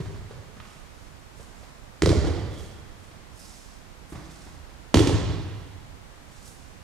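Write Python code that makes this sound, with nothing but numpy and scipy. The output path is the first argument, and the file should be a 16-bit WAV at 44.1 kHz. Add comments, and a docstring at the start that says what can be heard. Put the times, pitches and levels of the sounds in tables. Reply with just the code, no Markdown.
"""Practising throws in a sports hall

Two people train on padded mats. Twice a body lands flat: arm, back and legs slap the cover,
thump the pads and make the floor boom. Two light taps come early on; around the falls, bare
feet step, slide and squeak. The large hall rings on over a low rumble of air."""
import sys
import numpy as np
from scipy import signal
from scipy.fft import rfft, irfft, next_fast_len
from scipy.io import wavfile

SR = 44100
rng = np.random.default_rng(int(sys.argv[2]) if len(sys.argv) > 2 else 0)


def generate_wav(sig):
    """Save sig (samples, or channels by samples) to the path in sys.argv[1] as 16-bit PCM at SR."""
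    pcm = np.round(np.clip(np.atleast_2d(sig).T, -1, 1) * 32767).astype(np.int16)
    wavfile.write(sys.argv[1], SR, pcm)


N = 301203


def amp(db):
    """Turn decibels into a number to multiply a sound by."""
    return 10 ** (np.asarray(db) / 20)


def unit(x):
    """Scale a sound to an average (rms) level of 1."""
    return x / np.sqrt(np.mean(x ** 2) + 1e-20)


def unit_hit(x):
    """Give a short sound the same energy as 10 ms at level 1."""
    return x * np.sqrt(SR / 100 / (np.sum(x ** 2) + 1e-20))


def fade(t, t60):
    """A fade that drops by 60 dB in t60 seconds, the fade time."""
    return np.exp(-np.log(1000) * t / t60)


def along(points, hz):
    """Read between the rows of a (Hz, value) table, giving each octave equal room."""
    freqs, values = np.transpose(points)
    return np.interp(np.log(hz + 1), np.log(freqs), values)


def filtered(x, response):
    """Multiply each frequency in a sound by response(hz)."""
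    n = x.shape[-1]
    size = next_fast_len(n + 8192)
    return irfft(rfft(x, size) * response(np.fft.rfftfreq(size, 1 / SR)), size)[..., :n]


def coloured(x, spectrum, size=4096):
    """Shape the tone with a (Hz, dB) table, letting nothing sound ahead of the hit."""
    cepstrum = irfft(np.log(amp(along(spectrum, np.fft.rfftfreq(size, 1 / SR)))))
    cepstrum[1:size // 2] *= 2
    cepstrum[size // 2 + 1:] = 0
    return signal.fftconvolve(x, irfft(np.exp(rfft(cepstrum))))[:len(x)]


def add(track, start_s, sound):
    """Mix a sound into the track at the given time."""
    start = max(0, round(start_s * SR))
    part = track[:, start:start + sound.shape[-1]]
    part += sound[..., :part.shape[-1]]


def air():
    """The air in the room makes a steady noise, with more rumble on the right."""
    # The tone of the air on each side. Each row: frequency in Hz, relative level in dB.
    left_tone = [(8, 1), (22, 1), (100, -3), (900, -0.5), (2000, -6), (4000, -12), (8000, -17.5),
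                 (11000, -20.5), (12500, -43), (15500, -34)]
    right_tone = [(8, -26), (24, 1.5), (65, 0.5), (130, -6.5), (220, -10.5), (450, -18), (1000, -21),
                  (2000, -25), (3200, -30), (7500, -33), (11000, -40.5), (14500, -40.5), (15500, -57)]
    left, right = rng.standard_normal((2, N))
    left = amp(-51.5) * unit(filtered(left, lambda hz: amp(along(left_tone, hz))))
    right = amp(-43.5) * unit(filtered(right, lambda hz: amp(along(right_tone, hz))))
    return np.array([left, right])


def hall(x, echo_db, gap_s=0.00067, build_s=0.002):
    """The direct sound comes first; a wash of echoes builds up, then dies fastest in the treble."""
    # How long the hall rings. Each row: frequency in Hz, fade time in seconds.
    fade_times = [(60, 1.12), (120, 1.75), (300, 1.2), (700, 1.5), (2000, 1.67), (4000, 1.51), (7500, 0.86),
                  (11000, 0.49), (15000, 0.41)]
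    # Echo strength. Each row: frequency in Hz, dB above the direct sound before echo_db is added.
    echo_levels = [(60, 1.5), (130, -1.5), (300, -3), (1000, 1.5), (4000, 1), (12000, 5.5)]
    # How alike the left and right echoes are. Each row: frequency in Hz, likeness from 0 to 1.
    likeness = [(60, 0.31), (300, 0.85), (1000, 0.81), (3000, 0.63), (8000, 0.53), (15000, .2)]
    hz, t, noise = signal.stft(rng.standard_normal((2, 2 * SR)), SR, nperseg=512)
    t60 = along(fade_times, hz)[:, None]
    even_energy = np.sqrt(2 * np.log(1000) / (t60 * SR))  # a longer ring gains no energy
    tail = noise * amp(along(echo_levels, hz)[:, None] + echo_db) * even_energy * fade(t, t60)
    spread = np.arccos(np.clip(along(likeness, hz), 0, 1))[:, None] / 2
    mid, side = signal.istft(tail * [np.cos(spread), np.sin(spread)], SR, nperseg=512)[1]
    since_gap = np.maximum(np.arange(len(mid)) / SR - gap_s, 0)
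    response = np.array([mid + side, mid - side]) * (1 - np.exp(-since_gap / build_s))
    response[:, 0] += 1  # the direct sound
    return signal.fftconvolve(x[None], response, axes=1)


def standing_waves(x):
    """A boom stirs two close, low notes of the hall, which throb against each other as they fade."""
    # The hall's own notes. Each row: pitch in Hz, fade time in seconds, strength in dB.
    notes = [(76.5, 1.5, -10), (87, 1.5, -9)]
    t = np.arange(2 * SR) / SR
    response = sum(amp(db) * 4 * np.log(1000) / (t60 * SR) * fade(t, t60) * np.cos(2 * np.pi * hz * t)
                   for hz, t60, db in notes)
    return signal.fftconvolve(x, response)[:N]


def crack(t, t60, spectrum):
    """Air squeezed from between two surfaces makes a burst of noise that dies at once."""
    decay = fade(t, t60)
    phases = np.angle(rfft(rng.standard_normal(len(t)) * decay))
    even_noise = irfft(np.exp(1j * phases), len(t))  # equally strong at every frequency
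    return unit_hit(coloured(even_noise * decay ** (1 / 4), spectrum))


def ring(t, notes, scatter=0.019, vary_db=6.5):
    """A struck thing rings with its own notes, different at every spot; wider notes die sooner."""
    out = np.zeros(len(t))
    for k, (hz, width_hz, db) in enumerate(notes):
        pitch_luck, level_luck = rng.standard_normal(2)
        strength = (-1) ** k * amp(db + vary_db * level_luck) * width_hz
        tone = np.sin(2 * np.pi * hz * np.exp(scatter * pitch_luck) * t)
        out += strength * np.exp(-np.pi * width_hz * t) * tone
    return unit_hit(out)


def taps():
    """Small, hard clicks with a short hollow ring come from across the hall."""
    # The taps. Each row: start in seconds, level in dB.
    hits = [(0.6009, -45.5), (0.653, -53.5)]
    # The tone of a click. Each row: frequency in Hz, relative level in dB.
    click_tone = [(300, -25), (800, -3), (1050, -2), (1250, 4), (1550, -6), (2200, -3), (4000, -9),
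                  (5200, -26), (15000, -50)]
    out, t = np.zeros((2, N)), np.arange(SR // 10) / SR
    for start_s, db in hits:
        click = crack(t, t60=0.033, spectrum=click_tone)
        hollow = amp(-11) * ring(t, [(1250, 42, 0)])  # one note near 1250 Hz, 42 Hz wide
        add(out, start_s, hall(amp(db) * (click + hollow), echo_db=0.5))
    return out


def squeaks(width_hz=194, sag_octaves_per_s=0.8):
    """A sole sticks and slips on the vinyl: a rough whistle that sags as the foot slows."""
    # The squeaks. Each row: loudest moment in seconds, level in dB, half length in seconds, pitch in Hz.
    slips = [(2.574, -55.5, 0.056, 3317), (3.417, -58, .028, 5060)]
    out, t = np.zeros((1, N)), np.arange(SR) / SR - .5
    for peak_s, db, half_s, hz in slips:
        flutter = filtered(rng.standard_normal(SR), lambda f: 1 / (1 + (f / width_hz) ** 2))
        whistle = np.sin(2 * np.pi * np.cumsum(hz * 2 ** (-sag_octaves_per_s * t)) / SR)
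        swell = np.exp(-(t / half_s) ** 2 / 2)
        add(out, peak_s - .5, amp(db) * unit(flutter * whistle) * swell)
    return hall(out[0], echo_db=-3.0)[:, :N]


def slides(width_octaves=0.88, grain_db=3, grain_hz=140, dull_hz=11500):
    """Soles and cloth rub the cover: a hiss that swells and fades, grainy from the weave."""
    # The sweeps. Each row: loudest moment in seconds, level in dB, half length in seconds.
    sweeps = [(0.718, -62, 0.077), (0.992, -68, 0.1), (1.417, -62, 0.046), (1.593, -65, 0.08),
              (2.603, -56.5, 0.071), (3.041, -65.5, 0.043), (3.397, -57, 0.033), (3.505, -55, .081),
              (3.649, -60, 0.091), (4.114, -57, 0.016), (4.388, -58, 0.1), (6.379, -60.5, .075),
              (6.486, -54, 0.036), (6.636, -66, 0.09)]
    out, t = np.zeros((1, N)), np.arange(SR) / SR
    for peak_s, db, half_s in sweeps:
        centre_hz = 6700 * (0.042 / half_s) ** 0.28  # a quicker sweep is brighter
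        band = lambda f: 1 / (1 + (np.log2((f + 1) / centre_hz) / width_octaves) ** 2 / 2) ** 2
        hiss = filtered(rng.standard_normal(SR), lambda f: band(f) / np.sqrt(1 + (f / dull_hz) ** 10))
        grain = amp(grain_db * np.interp(t * grain_hz, np.arange(SR), rng.standard_normal(SR)))
        swell = np.exp(-((t - .5) / half_s) ** 2 / 2)
        add(out, peak_s - .5, amp(db) * unit(hiss * grain) * swell)
    return hall(out[0], echo_db=-4.5)[:, :N]


def mat_hit(slap_db, pad_db, floor_db, pitch, slap_t60, softness, tilt_db_per_octave,
            pocket_hz, pocket_db, pocket_octaves):
    """Skin slaps the cover over a pocket of trapped air, the pad thumps and the floor gives way."""
    # The tone of skin on the cover. Each row: frequency in Hz, relative level in dB.
    skin_tone = [(150, -24), (500, -2), (720, 1.5), (900, 0.5), (1130, 4.5), (1450, 1.5), (2000, 2.5),
                 (2600, -2), (3300, 1.5), (5000, -1), (7200, -3.5), (11000, -15), (15500, -38)]
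    # The notes of the pads and the floor. Each row: pitch in Hz, width in Hz, relative level in dB.
    pad_notes = [(160.5, 23, -10.5), (290.4, 49, -0.5), (388, 77, 2), (558, 630, -14)]
    floor_notes = [(55, 21, -15), (70.4, 34, -4.5), (99.8, 11.7, -1.5), (151, 64, -6.5)]
    t = np.arange(SR // 4) / SR
    press = 1 - np.exp(-t / (softness * slap_t60))  # a broad, slow contact starts gently
    hz = np.geomspace(100, SR / 2, 200)
    pocket = pocket_db * np.exp(-(np.log2(hz / pocket_hz) / pocket_octaves) ** 2 / 2)
    tone_db = along(skin_tone, hz) + tilt_db_per_octave * np.log2(hz / 2500) + pocket
    slap = unit_hit(press * crack(t, slap_t60, np.transpose([hz, tone_db])))
    pad = unit_hit(press * ring(t * pitch, pad_notes, scatter=0.036))
    floor = unit_hit(press * ring(t, floor_notes))
    return amp(slap_db) * slap - amp(pad_db) * pad - amp(floor_db) * floor


def steps():
    """Feet and a rolling body come down softly: dull thuds, heard mostly through the hall's echo."""
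    # The thuds. Each row: start in seconds, pad thump in dB, floor boom in dB, pad pitch as a ratio.
    thuds = [(.001, -36.5, -26.5, 1.06), (0.057, -43.5, -33.5, 0.93), (0.143, -49, -35.5, 0.76),
             (0.3077, -44, -53.5, 1.08), (.564, -50, -48, 0.66), (1.395, -51, -46, 1.18),
             (1.63, -55, -58, 1.55), (2.164, -28.5, -17, 0.62), (2.245, -26, -37, 1.01),
             (2.385, -44, -26, 1.13), (3.11, -51.5, -52.5, 1.006), (4.121, -39, -38, .85),
             (4.15, -35.5, -41, 0.43), (4.465, -49.5, -39, 0.84), (4.692, -58, -63, 0.77),
             (5.125, -31, -16, 0.95), (5.29, -36.5, -24.5, 1.01)]
    out = np.zeros((2, N))
    for start_s, pad_db, floor_db, pitch in thuds:
        # Harder contacts scuff more, and so do small, high-pitched ones.
        scuff_db = -46.5 + 0.51 * (pad_db + 41) + 1.5 * np.log2(pitch)
        thud = mat_hit(scuff_db, pad_db, floor_db, pitch,
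                       slap_t60=0.1, softness=0.023, tilt_db_per_octave=-4.0,
                       pocket_hz=636, pocket_db=4, pocket_octaves=0.35)
        add(out, start_s, hall(thud, echo_db=3.5))
    return out


def falls(boom_above_slap_db=5.5, sink_delay_s=0.012):
    """Limbs land in a quick volley: the skin slaps first, then the weight sinks into the mat."""
    # Limbs landing flat. Each row: start in seconds, slap in dB, pad thump in dB, weight behind it
    # in dB, slap fade time in seconds, pad pitch as a ratio, pitch of the trapped air in Hz.
    limbs = [(2.0208, -24.5, -19.5, -17.5, 0.013, 1.03, 2200), (2.0592, -28, -19, -17, 0.017, 1.23, 4400),
             (2.091, -30, -20.5, -16, 0.028, 1.11, 4300), (2.1158, -36.5, -31, -24, 0.024, 1.37, 2100),
             (2.271, -41.5, -23.5, -29, 0.045, 1.06, 3560), (4.9424, -20, -9, -13.5, 0.023, 0.995, 2210),
             (4.9701, -26.5, -15.5, -21.5, 0.028, 0.92, 3350),
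             (4.9905, -27.5, -18.5, -13, 0.043, 1.033, 3470), (5.0718, -30.5, -18, -36, 0.023, 0.97, 3100),
             (5.0949, -38.5, -22.5, -24.5, 0.012, 1.16, 2200)]
    out = np.zeros((2, N))
    for start_s, slap_db, pad_db, weight_db, t60, pitch, pocket_hz in limbs:
        slap = mat_hit(slap_db, pad_db, slap_db + boom_above_slap_db, pitch,
                       slap_t60=t60, softness=0.037, tilt_db_per_octave=-1.1,
                       pocket_hz=pocket_hz, pocket_db=5, pocket_octaves=0.28)
        sink = mat_hit(slap_db - 10.5, weight_db - 0.5, weight_db, pitch,
                       slap_t60=0.047, softness=0.035, tilt_db_per_octave=-0.4,
                       pocket_hz=3000, pocket_db=4, pocket_octaves=0.32)
        add(out, start_s, hall(slap, echo_db=-3.04))
        add(out, start_s + sink_delay_s, hall(sink, echo_db=-2.0))
    return out + standing_waves(out.mean(axis=0))


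def microphones(hz):
    """Two close microphones hear the mat a little louder on the right and earlier on the left."""
    # The balance. Each row: frequency in Hz, left level minus right level in dB.
    balance = [(60, -2.5), (200, -1), (700, -3), (1300, -4.5), (4400, -6.8), (15000, -6)]
    # The left side's head start. Each row: frequency in Hz, lead in radians.
    lead = [(60, 1), (160, 0.08), (450, 0.91), (900, 0.21), (1700, .4), (3700, 0.72), (15000, 0)]
    share = np.array([[.5], [-.5]])
    return amp(share * along(balance, hz)) * np.exp(1j * share * along(lead, hz))


def scene(low_cut_hz=48):
    """Cut the deepest bass from all the practice sounds and lay them over the room noise."""
    action = falls() + steps() + taps() + slides() + squeaks()
    action = signal.sosfilt(signal.butter(3, low_cut_hz, "high", fs=SR, output="sos"), action)
    return filtered(action, microphones) + air()


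def record(dry, ceiling=0.79, top_hz=15720):
    """Round off the loudest peaks and cut away the very highest treble."""
    rounded = dry / (1 + np.abs(dry / ceiling) ** 6) ** (1 / 6)
    return filtered(rounded, lambda hz: hz < top_hz)


dry = scene()
out = record(dry)
generate_wav(out)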